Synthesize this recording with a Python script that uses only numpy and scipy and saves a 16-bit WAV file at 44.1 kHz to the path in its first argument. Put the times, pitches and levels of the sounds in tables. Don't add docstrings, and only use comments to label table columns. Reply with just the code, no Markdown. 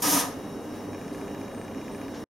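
import sys
import numpy as np
from scipy import signal
from scipy.io import wavfile

SR = 44100
rng = np.random.default_rng(int(sys.argv[2]) if len(sys.argv) > 2 else 0)


def gain_from_db(level_db):
    decades = np.asarray(level_db, float) / 20
    return 10 ** decades


def unload_audio(sound):
    columns = np.transpose(np.atleast_2d(sound))
    steps = np.round(np.clip(columns, -1, 1) * 32767)
    wavfile.write(sys.argv[1], SR, steps.astype(np.int16))


N = 103061

# f/Hz, density/dB per Hz
HUM_SPECTRUM = [(15, -52.5), (25, -16), (64, -17), (98, -9.5), (124, -13), (287, 0.5), (323, -10),
                (396, -6.5), (1400, -19.5), (1820, -55), (3080, -120)]
# f/Hz, density/dB per Hz
AIR_SPECTRUM = [(820, -32), (1400, 4.5), (2720, -10), (2950, -9), (4680, -14.5), (5670, -8.5), (7590, -14),
                (9560, -11), (15500, -16)]
# f/Hz, left-right likeness/1
BACKGROUND_ALIKE = [(60, 0.92), (180, 1), (550, 0.89), (1650, 0.92), (4970, 0.83), (15000, -0.56)]
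# f/Hz, left minus right level/dB
BACKGROUND_PAN = [(60, -2.5), (240, -1.0), (950, 1), (3770, -0.5), (15000, 0.5)]
# f/Hz, width/Hz, level/dB
DRONES = [(98.5, 8.0, -54), (155, 25, -54), (199, 8.0, -53), (297, 16, -46.5), (398.6, 14, -48),
          (540, 12, -55)]
# f/Hz, level/dB, pan/dB
WHINES = [(1227.5, -63, -.5), (2062, -70, -.5), (2848, -63, -.5), (3829.5, -64.5, -.5), (4420, -74, -.5),
          (4468, -75, -.5), (5460, -73, -2)]
# t/s, level/dB, brightness/dB per octave
JET = [
    (.022, -27, 1.5),
    (.05, -27, -1.2),
    (.12, -24, 0.63),
    (.2, -26.5, -1.5),
    (.225, -33, -2.5),
    (.29, -46.5, -2.5),
    (.34, -57.5, -7),
    (.43, -74, -8),
]
# f/Hz, density/dB per Hz
SPLASH_SPECTRUM = [(820, -31), (1400, -10), (1530, 13), (1730, -9), (4500, -8), (5500, -3), (7820, -5.5),
                   (11600, -2), (15500, -17)]
# f/Hz, left-right likeness/1
SPLASH_ALIKE = [(200, 0.85), (1650, .85), (4000, 1), (6000, 0.87), (8500, .35), (10500, .3), (12500, 0.55),
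                (15000, .3)]
# f/Hz, left minus right level/dB
SPLASH_PAN = [(240, -1.0), (950, 4), (3770, -1.2), (8000, 1), (10500, .3), (12500, -2.5), (15000, -5.5)]
# f/Hz, width/Hz, gain/dB
SIZZLES = [(8800, 420, 3), (11800, 1200, 3), (5020, 190, 2), (6300, 900, 2.5)]
# t/s, rattle level/dB, boom level/dB
PUSH = [
    (.02, -42, -55),
    (.05, -26.5, -33.5),
    (.09, -32.5, -29.5),
    (.113, -33, -43),
    (.132, -27.5, -29.5),
    (.178, -28, -26),
    (.2, -32, -53.5),
    (.24, -32.5, -41.5),
    (.34, -50.5, -55),
]
SURGES = (.045, .125)
# f/Hz, width/Hz, level/dB
WALL = [(501.4, 40, -3.5), (738, 65, -4), (970, 46, -1), (1244, 71, -1.5)]
# t/s, length/s, level/dB
CHIRPS = [(.472, .085, -65), (.592, .067, -66), (.695, 0.064, -64), (.783, .037, -63), (.875, 0.13, -66),
          (1.018, .09, -67), (1.14, .04, -68), (1.293, .026, -63), (1.327, .035, -64), (1.37, .045, -65),
          (1.48, 0.045, -69), (1.77, 0.058, -61), (1.84, 0.077, -64.5), (2.03, .17, -66),
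          (2.21, .04, -62.5)]
# t/s, length/s, level/dB
TRILLS = [
    (1.517, .145, -61),
    (1.906, .072, -60.5),
]
# f/Hz, level/dB, t60/s
HOUSING = [(1744, 0.3, 0.028), (1970, -9, .02), (2135, -8.5, 0.03), (2384, -3, 0.027), (2990, -20, 0.011),
           (5000, -12.5, 0.015), (6330, -10.5, 0.013), (6620, -12, 0.011)]
# t/s, decay/s, level/dB, low f/Hz, high f/Hz
RUSTLES = [
    (1.125, 0.075, -52.5, 2950, 11600),
    (2.14, 0.061, -48.5, 1490, 6760),
]
# f/Hz, width/Hz, gain/dB
NOTCHES = [(7740, 630, -12), (4490, 270, -4), (1390, 380, -6)]

WAVER_DB = 1.6


def rms_one(x):
    return x / np.sqrt(np.mean(x ** 2) + 1e-20)


def at_hz(points, hz):
    points = np.array(points)
    return np.interp(np.log(hz), np.log(points[:, 0]), points[:, 1])


def in_time(rows, n):
    s, *columns = np.transpose(rows)
    return [np.interp(np.arange(n) / SR, s, c) for c in columns]


def drift(rate):
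    r = np.exp(-80 * np.pi * rate / SR)
    slow = signal.lfilter([1], [1, -2 * r, r * r], rng.standard_normal(N // 40 + 2002))[2000:]
    return np.interp(np.arange(N) / 40, np.arange(len(slow)), rms_one(slow))


def tone(hz, wander_hz, rate):
    return np.sqrt(2) * np.sin(2 * np.pi * np.cumsum(hz + wander_hz * drift(rate)) / SR)


def band_pass(x, order, low_hz, high_hz):
    return signal.sosfilt(signal.butter(order, [low_hz, high_hz], "band", fs=SR, output="sos"), x)


def resonance(x, hz, width_hz):
    r = np.exp(-np.pi * width_hz / SR)
    top = np.array([1, 0, -1]) * (1 - r * r) / 2
    return signal.lfilter(top, [1, -2 * r * np.cos(2 * np.pi * hz / SR), r * r], x)


def steep_resonance(x, hz, width_hz):
    return resonance(resonance(x, hz, width_hz), hz, width_hz)


def panned(x, db):
    return x * gain_from_db(np.array([[db / 2], [-db / 2]]))


def gate(start, length, edge):
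    t = np.arange(N) / SR
    return np.clip(np.minimum(t - start, start + length - t) / edge, 0, 1)


def grains(rate, spread_db, size):
    big = gain_from_db(spread_db * np.minimum(rng.exponential(1, size), 5)) * rng.choice([-1, 1], size)
    return rms_one(big * (rng.random(size) < rate / SR))


def banded(white, spectrum, span, alikes, pans, patchy_db, tilt_db=0):
    n, out, power, together = white.shape[-1], 0, 0, drift(3.5)
    edges = np.geomspace(*span, int(4 * np.log2(span[1] / span[0])) + 2)
    for k, (low, high) in enumerate(zip(edges, edges[1:])):
        mid, side = band_pass(np.tile(white[k % 2], 2), 2, low, high)[:, n:]
        hz = np.sqrt(low * high)
        level_db = at_hz(spectrum, hz)
        alike = np.clip(at_hz(alikes, hz), -1, 1)
        flicker_db = patchy_db * (.5 * together + drift(11.7))[:n]
        gain = gain_from_db(level_db + flicker_db + tilt_db * np.log2(hz / 8000))
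        stereo = np.sqrt(1 + alike) * mid + np.sqrt(1 - alike) * side * [[1], [-1]]
        out = out + gain * panned(stereo, at_hz(pans, hz))
        power += gain_from_db(level_db) ** 2 * (high - low) / SR * 2
    return out / np.sqrt(2 * power)


def background():
    hum_noise, air_noise = rng.standard_normal((2, 2, 2, N))
    hum = gain_from_db(-37) * banded(hum_noise, HUM_SPECTRUM, (20, 1400), BACKGROUND_ALIKE, BACKGROUND_PAN, 0.5)
    air = gain_from_db(-51) * banded(air_noise, AIR_SPECTRUM, (1400, 16500), BACKGROUND_ALIKE, BACKGROUND_PAN, 1.14)
    drones = 0
    for hz, width_hz, db in DRONES:
        ringing = steep_resonance(rng.standard_normal(N + SR), hz, width_hz)[SR:]
        drones = drones + gain_from_db(db) * rms_one(ringing)
    whines = 0
    for hz, db, pan_db in WHINES:
        whines = whines + panned(gain_from_db(db + WAVER_DB * drift(20)) * tone(hz, 4.0, 9.7), pan_db)
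    return hum + air + panned(drones, -.9) + whines


def splash(n):
    drops_per_s, drop_spread_db, drop_share = 12000, 2.5, .5
    db, tilt_db = in_time(JET, n)
    drops = grains(drops_per_s, drop_spread_db, size=(2, 2, n))
    white = np.sqrt(drop_share) * drops + np.sqrt(1 - drop_share) * rng.standard_normal((2, 2, n))
    spray = banded(white, SPLASH_SPECTRUM, (1300, 16500), SPLASH_ALIKE, SPLASH_PAN, .6, tilt_db)
    spray = gain_from_db(db) * spray
    for hz, width_hz, gain_db in SIZZLES:
        spray = spray + (gain_from_db(gain_db) - 1) * resonance(spray, hz, width_hz)
    return spray


def bottle_wall(n):
    boom_hz, sag_hz_per_s, wander_hz = 308, -550, 8
    wall_db, boom_db = in_time(PUSH, n)
    slugs = grains(1300, 1.5, size=n)
    rings = 0
    for k, (hz, width_hz, db) in enumerate(WALL):
        rings = rings + (-1) ** k * gain_from_db(db) * resonance(slugs, hz, width_hz)
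    bed = rms_one(band_pass(rng.standard_normal((2, n)), 2, 150, 1230))
    rattle = rms_one(rings) + gain_from_db(-5) * bed
    t = np.arange(N) / SR
    since_surge = t - np.where(t < SURGES[1] - .015, *SURGES)
    body = tone(boom_hz + sag_hz_per_s * np.clip(since_surge, 0, .07), wander_hz, 20)[:n]
    thud = gain_from_db(-8) * rms_one(steep_resonance(slugs, 175, 60))
    return gain_from_db(boom_db) * (body + thud) + gain_from_db(wall_db) * rattle


def jet():
    n = SR // 2
    arrived = gate(0.021, 0.49, 0.0005)[:n]
    nozzle = gain_from_db(-17.5) * gate(0, .03, 0.002)[:n]
    wall_fade = gate(-0.98, 1.434, .06)[:n]
    out = np.zeros((2, N))
    out[:, :n] = splash(n) * (arrived + nozzle) + arrived * wall_fade * bottle_wall(n)
    return out


def room(x):
    t60_s, thin_hz, dull_hz = 0.42, 500, 6500
    t = np.arange(SR // 2) / SR
    b, a = signal.butter(1, [thin_hz, dull_hz], "band", fs=SR)
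    tail = signal.lfilter(b, a, rng.standard_normal((2, len(t))))
    tail = tail * gain_from_db(-60 * t / t60_s) * (t > .006)
    tail = tail / np.sqrt(np.sum(tail ** 2) / 2)
    return gain_from_db(-16.5) * signal.fftconvolve(x, tail, axes=1)[:, :N]


def crickets():
    chirp_hz, trill_hz, trill_width_hz, pulses_per_s = 5460, 8730, 600, 168
    thin = gain_from_db(WAVER_DB * drift(25)) * tone(chirp_hz, 8, 34)
    teeth = np.cumsum(pulses_per_s * (1 + .025 * drift(60))) / SR
    pulses = np.diff(np.floor(teeth), prepend=0) * gain_from_db(1.5 * rng.standard_normal(N))
    pulses = pulses + 0.045 * rng.standard_normal(N)
    buzz = rms_one(steep_resonance(pulses, trill_hz, trill_width_hz))
    chirps = thin * sum(gain_from_db(db) * gate(s, length, 0.0078) for s, length, db in CHIRPS)
    trills = buzz * sum(gain_from_db(db) * gate(s, length, 0.011) for s, length, db in TRILLS)
    return panned(chirps, -3) + panned(trills, -3)


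def lens_motor():
    start_s, first_s, last_s, frame_s = .9316, .9472, 2.09, 1001 / 30000
    tick_db, weak_db, spread_db = -41, -4.5, 1.5
    s = np.arange(first_s, last_s, frame_s)
    db = np.r_[0, weak_db * (np.arange(len(s)) % 2)]
    s, out = np.r_[start_s, s], 0
    for hz, level_db, t60 in HOUSING:
        clicks = np.full(N, 1e-18)
        uneven_db = spread_db * rng.standard_normal(len(s))
        clicks[(s * SR).astype(int)] = gain_from_db(tick_db + level_db + db + uneven_db)
        r, w = gain_from_db(-60 / (t60 * SR)), 2 * np.pi * hz / SR
        out = out + signal.lfilter([0, np.sin(w)], [1, -2 * r * np.cos(w), r * r], clicks)
    return out


def rustles():
    t, out = np.arange(N) / SR, 0
    for s, decay, db, low_hz, high_hz in RUSTLES:
        puff = rms_one(band_pass(grains(8200, 3.2, size=N), 4, low_hz, high_hz))
        out = out + gain_from_db(db) * puff * gate(s, .3, .006) * np.exp(-np.abs(t - s) / decay)
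    return out


def scene():
    spray = jet()
    return background() + spray + room(spray) + crickets() + lens_motor() + rustles()


def low_pass(x):
    return signal.sosfilt(signal.butter(12, 16480, fs=SR, output="sos"), x)


def record(dry):
    cut_s, fall_s, after_db, after_t60_s = 2.2395, .001, -32, 0.081
    x = signal.sosfilt(signal.ellip(12, .3, 70, 15790, fs=SR, output="sos"), dry)
    for hz, width_hz, db in NOTCHES:
        x = x - (1 - gain_from_db(db)) * resonance(x, hz, width_hz)
    since_cut = np.arange(N) / SR - cut_s
    dull = signal.sosfilt(signal.butter(4, 1990, fs=SR, output="sos"), x)
    remnant = dull * (since_cut > 0) * gain_from_db(after_db - 60 * np.maximum(since_cut, 0) / after_t60_s)
    mix = x * np.clip(1 - since_cut / fall_s, 0, 1) + remnant
    return low_pass(mix)


dry = scene()
out = record(dry)
unload_audio(out)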